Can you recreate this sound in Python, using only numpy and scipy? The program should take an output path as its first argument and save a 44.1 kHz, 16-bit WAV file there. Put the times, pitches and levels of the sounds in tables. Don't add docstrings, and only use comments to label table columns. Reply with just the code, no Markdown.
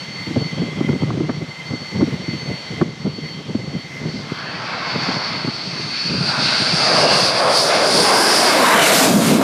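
import sys
import numpy as np
from scipy import signal
from scipy.fft import rfft, irfft, next_fast_len
from scipy.io import wavfile
from scipy.ndimage import uniform_filter1d, minimum_filter1d

SR = 44100
rng = np.random.default_rng(int(sys.argv[2]) if len(sys.argv) > 2 else 0)


def dump(signal):
    limited = np.clip(np.atleast_2d(signal).T, -1, 1)
    pcm = np.round(limited * 32767).astype(np.int16)
    wavfile.write(sys.argv[1], SR, pcm)


N = 415848
TIME = np.arange(N) / SR
FRAME, HOP = 1024, 256


def jet():
    hz, times = grid()
    ahead = np.interp(times, (8.5, 8.8), [1, 0])
    roar_db, hiss_db, whine_db = roar(hz, times, ahead)
    roar_db = roar_db + phone_colour(hz) + ground_echo(hz, times)
    power = undb(roar_db) ** 2 + fan_whine(hz, times, ahead, whine_db, hiss_db) + howls(hz, times)
    fade_in_db = -30 * np.clip((4.3 - times) / 0.5, 0, 1)
    return shaped(10 * np.log10(power) + fade_in_db + 0.9 * patches(8, 0.12) + 1.1 * patches(18, 1.5))


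# (time [s], roar [dB], rush [dB], whine [dB])
JET_LEVELS = [(4.2, -35, -55, -31.5), (4.24, -49, -41, -42), (4.55, -31, -32, -38),
              (5.12, -26.5, -28.5, -29.5), (5.58, -39, -35.5, -33.5), (6.11, -42, -32, -28),
              (6.33, -30, -28.5, -23), (6.7, -31, -25, -20.5), (7.04, -13, -23, -18.5),
              (7.07, -17, -31, -23), (7.11, -17, -24, -18.5), (7.27, -23, -27, -16.5),
              (7.33, -22, -28, -24), (7.43, -22, -28, -25), (7.48, -14.5, -25.5, -26.5),
              (7.58, -18, -26, -15.5), (7.67, -20.5, -26.5, -20), (7.71, -16.5, -22, -24.5),
              (7.88, -22, -27, -21.5), (8.0, -17.5, -25, -18), (8.06, -21.5, -24, -20),
              (8.38, -17, -24.5, -19), (8.64, -15.5, -20, -24.5), (8.68, -17, -16.5, -24),
              (8.83, -16.5, -19, -24), (8.98, -15.5, -16.5, -22.5), (9.2, -20.5, -34, -34.5),
              (9.28, -23, -23, -31), (9.4, -21, -30.5, -38.5), (9.43, -17, -27, -34)]
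# (time [s], level [dB])
EXHAUST_RUMBLE = [(4, -49.5), (6.3, -38), (7.0, -26.5), (7.5, -32.5), (7.95, -19), (8.5, -26.5),
                  (8.85, -19), (9.22, -14.5), (9.43, -14.5)]


def roar(hz, times, ahead):
    cues, *levels = np.transpose(JET_LEVELS)
    body, rush, whine = (np.interp(times, cues, level) for level in levels)
    km = distance_km(times)
    hiss_loss, top_loss, edge_loss = 101, 148, 60
    hiss = whine - hiss_loss * km - 6 * ahead + 2 * (1 - ahead)
    top = hiss - top_loss * km + 0.5
    top += 0.2 * (whine - uniform_filter1d(whine, size=120))
    bands = (curve(times, EXHAUST_RUMBLE), body, rush, hiss, top)
    widths_hz = (220, 850, 1600, 1500, 3500)
    rumble, body, rush, hiss, top = (db - 10 * np.log10(width) for db, width in zip(bands, widths_hz))
    eq = {40: rumble - 55, 90: rumble - 27, 150: rumble - 5, 210: rumble,
          720: body, 1300: 0.44 * body + 0.6 * rush + 3.5,
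          2470: rush, 3600: 0.83 * rush + 0.15 * hiss - 1.5,
          6750: hiss, 10200: 0.4 * hiss + 0.58 * top + 1.2,
          13000: top, 15500: top - 4 - edge_loss * km}
    knots = np.log(list(eq))
    spectra = [np.interp(np.log(hz[:, 0]), knots, moment) for moment in zip(*eq.values())]
    return np.transpose(spectra), hiss, whine


# (time [s], pitch [Hz])
FAN_PITCH = [(5.6, 4540), (6.4, 4430), (7.0, 4650), (7.6, 4746), (8.3, 4840)]


def fan_whine(hz, times, ahead, whine_db, hiss_db):
    centre = curve(times, FAN_PITCH) * (1 + 0.015 * walk(6, len(times), SR / HOP))
    spread = np.interp(times, [5.5, 8.3], [0.077, 0.073])
    beam_db = -30 * (1 - ahead) ** 2
    peak_db = whine_db + 1 - 10 * np.log10(2 * spread * centre) + beam_db
    peak = undb(peak_db) ** 2 * np.exp(-(np.abs(np.log(hz / centre)) / spread) ** 1.144)
    octave_db = hiss_db + 3 - 19 * distance_km(times) + beam_db
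    return peak + undb(octave_db) ** 2 * bell(np.log(hz / centre / 1.956), 0.059)


# (centre [s], half-length [s], pitch [Hz], fall [Hz/s], width [Hz], level [dB])
HOWLS = [(4.45, 0.12, 1600, -3000, 200, -35), (6.3, 0.13, 4650, -100, 70, -30),
         (6.4, 0.18, 1410, -200, 100, -30.5), (6.45, 0.26, 2600, -150, 120, -33),
         (7.155, .1, 2740, 305, 80, -29), (7.5, 0.37, 601, 35, 60, -29),
         (8.12, 0.061, 960, -400, 200, -21.5), (8.676, 0.047, 1010, 900, 60.3, -14),
         (8.727, 0.057, 1500, 498, 500, -14), (8.807, 0.036, 3020, 1497, 90, -19.5),
         (8.88, 0.069, 2220, 1500, 90, -21), (9.24, 0.065, 219, 20, 34.3, -17)]


def howls(hz, times):
    power = 0
    for at, length, pitch, fall, width, db in HOWLS:
        glide = pitch - fall * (times - at)
        power += undb(db) ** 2 / (2 * width) * bell(times - at, length) * bell(hz - glide, width)
    return power


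# (centre [Hz], width [Hz], gain [dB])
PHONE_COLOUR = [(630, 40, 4), (1600, 47, 2.5), (1930, 150, -2.5), (2130, 51, 3), (2620, 77, 3),
                (2820, 360, -3)]


def phone_colour(hz):
    return sum(db * bell(hz - centre, width) for centre, width, db in PHONE_COLOUR)


# (time [s], first comb peak [Hz])
GROUND_COMB = [(4, 1390), (6.3, 970), (7, 570), (7.8, 586), (8.3, 390), (8.7, 243), (9.43, 230)]


def ground_echo(hz, times, share=0.47, blur_hz=900):
    echo = share * np.exp(-hz / blur_hz)
    phase = 2 * np.pi * hz / curve(times, GROUND_COMB)
    return 10 * np.log10(1 + 2 * echo * np.cos(phase) / (1 + echo ** 2))


# (time [s], level [dB])
BLADE_TONE_LEVEL = [(0.0, -34.5), (0.27, -36), (0.32, -53), (0.41, -34), (0.7, -41.5), (0.74, -53),
                    (1.04, -40.5), (1.15, -65), (1.37, -39.5), (1.44, -61), (1.51, -39), (1.64, -61),
                    (1.66, -40), (1.82, -37.5), (2.21, -43.5), (2.31, -32), (2.79, -44.5), (2.93, -52),
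                    (3.03, -45.5), (3.32, -37), (3.46, -63), (3.48, -43), (3.87, -41.5), (3.9, -59),
                    (4.11, -38.5), (4.3, -58), (4.49, -37.5), (4.66, -52), (5.09, -30.5), (5.62, -36.5),
                    (5.75, -31), (6.15, -30)]
# (pitch [Hz], starting level against the far hiss [dB])
SIDE_TONES = [(3752, -24), (4097, -14), (5599, -6), (5975, -13), (6320, -10), (6670, -22), (7472, -27),
              (7822, -25), (8199, -26), (8549, -26), (8893, -24)]
# (pitch [Hz], width [Hz], starting level over the far hiss [dB], swell [dB], fade [dB/s])
SMEARED_TONES = [(2069, 40, 11, 1, 0.45), (3170, 92, 1.5, 1.5, 0)]


def compressor_tones(blade_hz=4446.5, twinkle_db=3.2):
    hiss_db = curve(TIME, FAR_HISS_LEVEL)
    fade_db = -30 * np.clip((TIME - 6.05) / 0.5, 0, 1)
    cues, blade_db = np.transpose(BLADE_TONE_LEVEL)
    out = np.interp(TIME, cues, undb(blade_db)) * undb(2.33 * walk(35) + fade_db) * tone(blade_hz)
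    nearing_db = 4 * np.maximum(TIME - 4, 0)
    for pitch, db in SIDE_TONES:
        out += undb(hiss_db + db + nearing_db + twinkle_db * walk(10) + fade_db) * tone(pitch)
    for pitch, width, db, swell_db, fade_db_s in SMEARED_TONES:
        band = signal.lfilter(*signal.iirpeak(pitch, pitch / width, SR), rng.standard_normal(N))
        waver_db = swell_db * walk(4.06) + 2.5 * walk(13)
        out += band / band.std() * undb(hiss_db + db - fade_db_s * TIME + fade_db + waver_db)
    return out


# (frequency [Hz], gain [dB])
FAR_HISS_EQ = [(250, -16), (500, 2), (1000, 0.5), (1600, -1.5), (2600, -2), (4000, -3), (5500, -7.5),
               (7000, -16), (10000, -31), (15500, -57)]
# (time [s], level [dB])
FAR_HISS_LEVEL = [(0, -47), (1.1, -49), (1.3, -50.5), (2.1, -48), (2.78, -47.5), (2.88, -52.5),
                  (4.2, -49.5), (4.5, -52)]


def far_hiss():
    hz, times = grid()
    hiss_db = eq_db(hz, FAR_HISS_EQ) - 24 + curve(times, FAR_HISS_LEVEL) + 0.7 * patches(8, 0.5)
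    from_crest = times - 0.72
    arch_hz, width_hz = 3280 - 1200 * from_crest ** 2, 90
    whistle = undb(-44) ** 2 / (2.5 * width_hz) * bell(from_crest, 0.2) * bell(hz - arch_hz, width_hz)
    return shaped(10 * np.log10(undb(hiss_db) ** 2 + whistle))


# (start [s], length [s], level [dB])
WIND_PUFFS = [(0.274, 0.058, -29), (0.352, 0.075, -20), (0.579, 0.13, -18.5), (0.833, 0.052, -23),
              (0.879, 0.082, -24.5), (1.01, 0.04, -29), (1.104, 0.19, -22), (1.328, 0.021, -32),
              (1.423, 0.036, -33), (1.685, 0.093, -28.5), (1.959, 0.14, -19), (2.147, 0.076, -28),
              (2.298, 0.117, -30.5), (2.485, 0.055, -26.5), (2.73, 0.05, -27), (2.827, 0.06, -21),
              (3.061, 0.036, -24.5), (3.24, 0.036, -29.5), (3.495, 0.12, -25), (3.714, 0.054, -24.5),
              (4.001, 0.2, -27), (4.332, 0.021, -33.5), (4.55, 0.037, -24), (4.938, 0.068, -23.5),
              (5.071, 0.075, -29), (5.161, 0.019, -27), (5.31, 0.036, -27), (5.43, 0.059, -27),
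              (5.794, 0.062, -30.5), (6.102, 0.066, -25.5), (6.207, 0.092, -27), (6.378, 0.024, -30),
              (6.599, 0.035, -23.5), (6.725, 0.023, -26.5), (6.89, 0.057, -31.5), (7.045, 0.052, -34),
              (7.12, 0.045, -31)]
# (frequency [Hz], relative gain [dB])
WIND_EQ = [(15, -70), (25, -33), (54, -17.5), (92, -8), (150, 4), (243, -5), (563, -16.5), (649, -22),
           (1800, -39.5), (2340, -73), (3960, -120)]


def wind(breeze_db=-35.5, lumpy_db=4, rise_s=0.01, fall_s=0.056):
    times = np.arange(N // 64 + 1) * 64 / SR
    power = undb(breeze_db + 2.5 * walk(6, len(times), SR / 64)) ** 2
    for start, length, db in WIND_PUFFS:
        age = times - start
        attack = np.minimum(age / rise_s, 0)
        decay = np.maximum(age, 0) / length
        release = np.maximum(age - length, 0) / fall_s
        power += undb(db) ** 2 * np.exp(attack - decay - release)
    fade_db = -40 * np.clip((TIME - 7.6) / 0.26, 0, 1)
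    pressure = rng.standard_normal(N) * np.interp(TIME, times, np.sqrt(power))
    return coloured(pressure * undb(fade_db + lumpy_db * walk(60)), WIND_EQ)


# (start [s], peak before trim [dB], snap against thump [dB], time constant [s])
WIND_BUFFETS = [(0.268, -17, -21, 0.0042), (0.301, -10.5, -27, 0.0052), (0.359, -4.5, -21, 0.0053),
                (0.582, -16, -26, 0.0039), (0.613, -9.5, -25, 0.0068), (0.804, -3.5, -17, 0.0056),
                (0.843, -7.5, -17, 0.0034), (0.888, -6, -10.5, 0.0036), (0.927, -10, -17, 0.0042),
                (0.952, -15, -11, 0.0078), (1.019, -8, -15, 0.003), (1.032, -3.5, -19, 0.0018),
                (1.101, -13, -1, 0.005), (1.169, -11, -20, 0.0052), (1.2, -5, -24, 0.005),
                (1.225, -15, -14, 0.01), (1.29, -9.5, -4, 0.0058), (1.408, -29, -12, 0.0055),
                (1.731, -11, -14, 0.0066), (2.006, -8, -10, 0.01), (2.022, 0, -36, 0.0034),
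                (2.279, -10.5, -31, 0.004), (2.329, -16, -31, 0.008), (2.811, -2.5, -6, 0.0056),
                (2.872, -34, -13, 0.0041), (3.065, -10.5, -15, 0.0035), (3.18, -15.5, -33, 0.004),
                (3.509, -32, -18, 0.003), (3.547, -4.5, -20, 0.0025), (3.726, -17.5, -27, 0.0088),
                (4.051, -11.5, -31, 0.0036), (4.317, -10.5, -29, 0.0024), (4.955, -11, -2, 0.0035),
                (5.159, -17, -17, 0.0047), (5.443, -10.5, -12, 0.0029), (5.472, -10.5, -9.5, 0.0048),
                (5.794, -20, -13, 0.0041), (6.134, -14.5, -20, 0.011), (6.385, -15.5, -11, 0.0044)]


def buffets(trim_db=-1.5):
    out = np.zeros(N)
    for start, peak_db, snap_db, length in WIND_BUFFETS:
        thump = burst(length, (110, 340))
        snap = undb(snap_db) * burst(0.67 * length, (450, 1300))
        at = int(start * SR)
        out[at:at + len(thump)] += undb(peak_db + trim_db) * (thump + snap)
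    return out


def burst(length, band_hz):
    age = np.arange(SR // 12) / SR / length
    push = rng.standard_normal(len(age)) * age * np.exp(-age)
    band = signal.sosfilt(signal.butter(3, band_hz, "band", fs=SR, output="sos"), push)
    return band / np.abs(band).max()


def distance_km(times, speed_m_s=59, overhead_s=9.16, closest_m=23):
    return np.hypot(speed_m_s * (times - overhead_s), closest_m) / 1000


def undb(db):
    return 10 ** (np.asarray(db) / 20)


def bell(offset, width):
    return np.exp(-0.5 * (offset / width) ** 2)


def curve(times, table):
    return np.interp(times, *np.transpose(table))


def eq_db(hz, table):
    knots, db = np.transpose(table)
    return np.interp(np.log(hz), np.log(knots), db)


def walk(rate, size=N, per_s=SR):
    hold = max(int(per_s / rate), 1)
    steps = np.repeat(rng.standard_normal(size // hold + 1), hold)
    smooth = uniform_filter1d(uniform_filter1d(steps, hold), hold)[:size]
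    return smooth / smooth.std()


def tone(hz):
    return np.sqrt(2) * np.sin(2 * np.pi * np.cumsum(hz + 2 * walk(12)) / SR)


def grid():
    hz = np.maximum(np.arange(FRAME // 2 + 1) * SR / FRAME, 20)
    return hz[:, None], np.arange(N // HOP + 4) * HOP / SR


def patches(rate, octaves):
    hz, times = grid()
    rows = np.array([walk(rate, len(times), SR / HOP) for _ in range(int(11 / octaves) + 2)])
    place = np.log2(hz[:, 0] / 20) / octaves
    low = place.astype(int)
    blend = np.pi / 2 * (place - low)[:, None]
    return rows[low] * np.cos(blend) + rows[low + 1] * np.sin(blend)


def shaped(density_db):
    noise = rng.standard_normal(density_db.shape) + 1j * rng.standard_normal(density_db.shape)
    x = signal.istft(noise * undb(density_db), SR, nperseg=FRAME, noverlap=FRAME - HOP)[1][:N]
    unit = signal.istft(noise, SR, nperseg=FRAME, noverlap=FRAME - HOP)[1][:N]
    return x * np.sqrt(SR / 2) / unit.std()


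def coloured(x, table):
    size = next_fast_len(N)
    hz = np.maximum(np.arange(size // 2 + 1) * SR / size, 1)
    gain = undb(eq_db(hz, table))
    return irfft(rfft(x, size) * gain / np.sqrt(np.mean(gain ** 2)), size)[:N]


def scene():
    mono = wind() + buffets() + far_hiss() + compressor_tones() + jet()
    mono += undb(-75) * rng.standard_normal(N)
    return np.array([mono, mono])


def record(dry, ceiling=0.66):
    low_cut = signal.sosfilt(signal.butter(2, 75, "high", fs=SR, output="sos"), dry)
    wanted = np.minimum(ceiling / (np.abs(low_cut) + 1e-9), 1)
    gain = uniform_filter1d(minimum_filter1d(wanted, size=129), size=129)
    return signal.sosfilt(signal.ellip(14, 0.2, 60, 15400, fs=SR, output="sos"), gain * low_cut)


dry = scene()
out = record(dry)
dump(out)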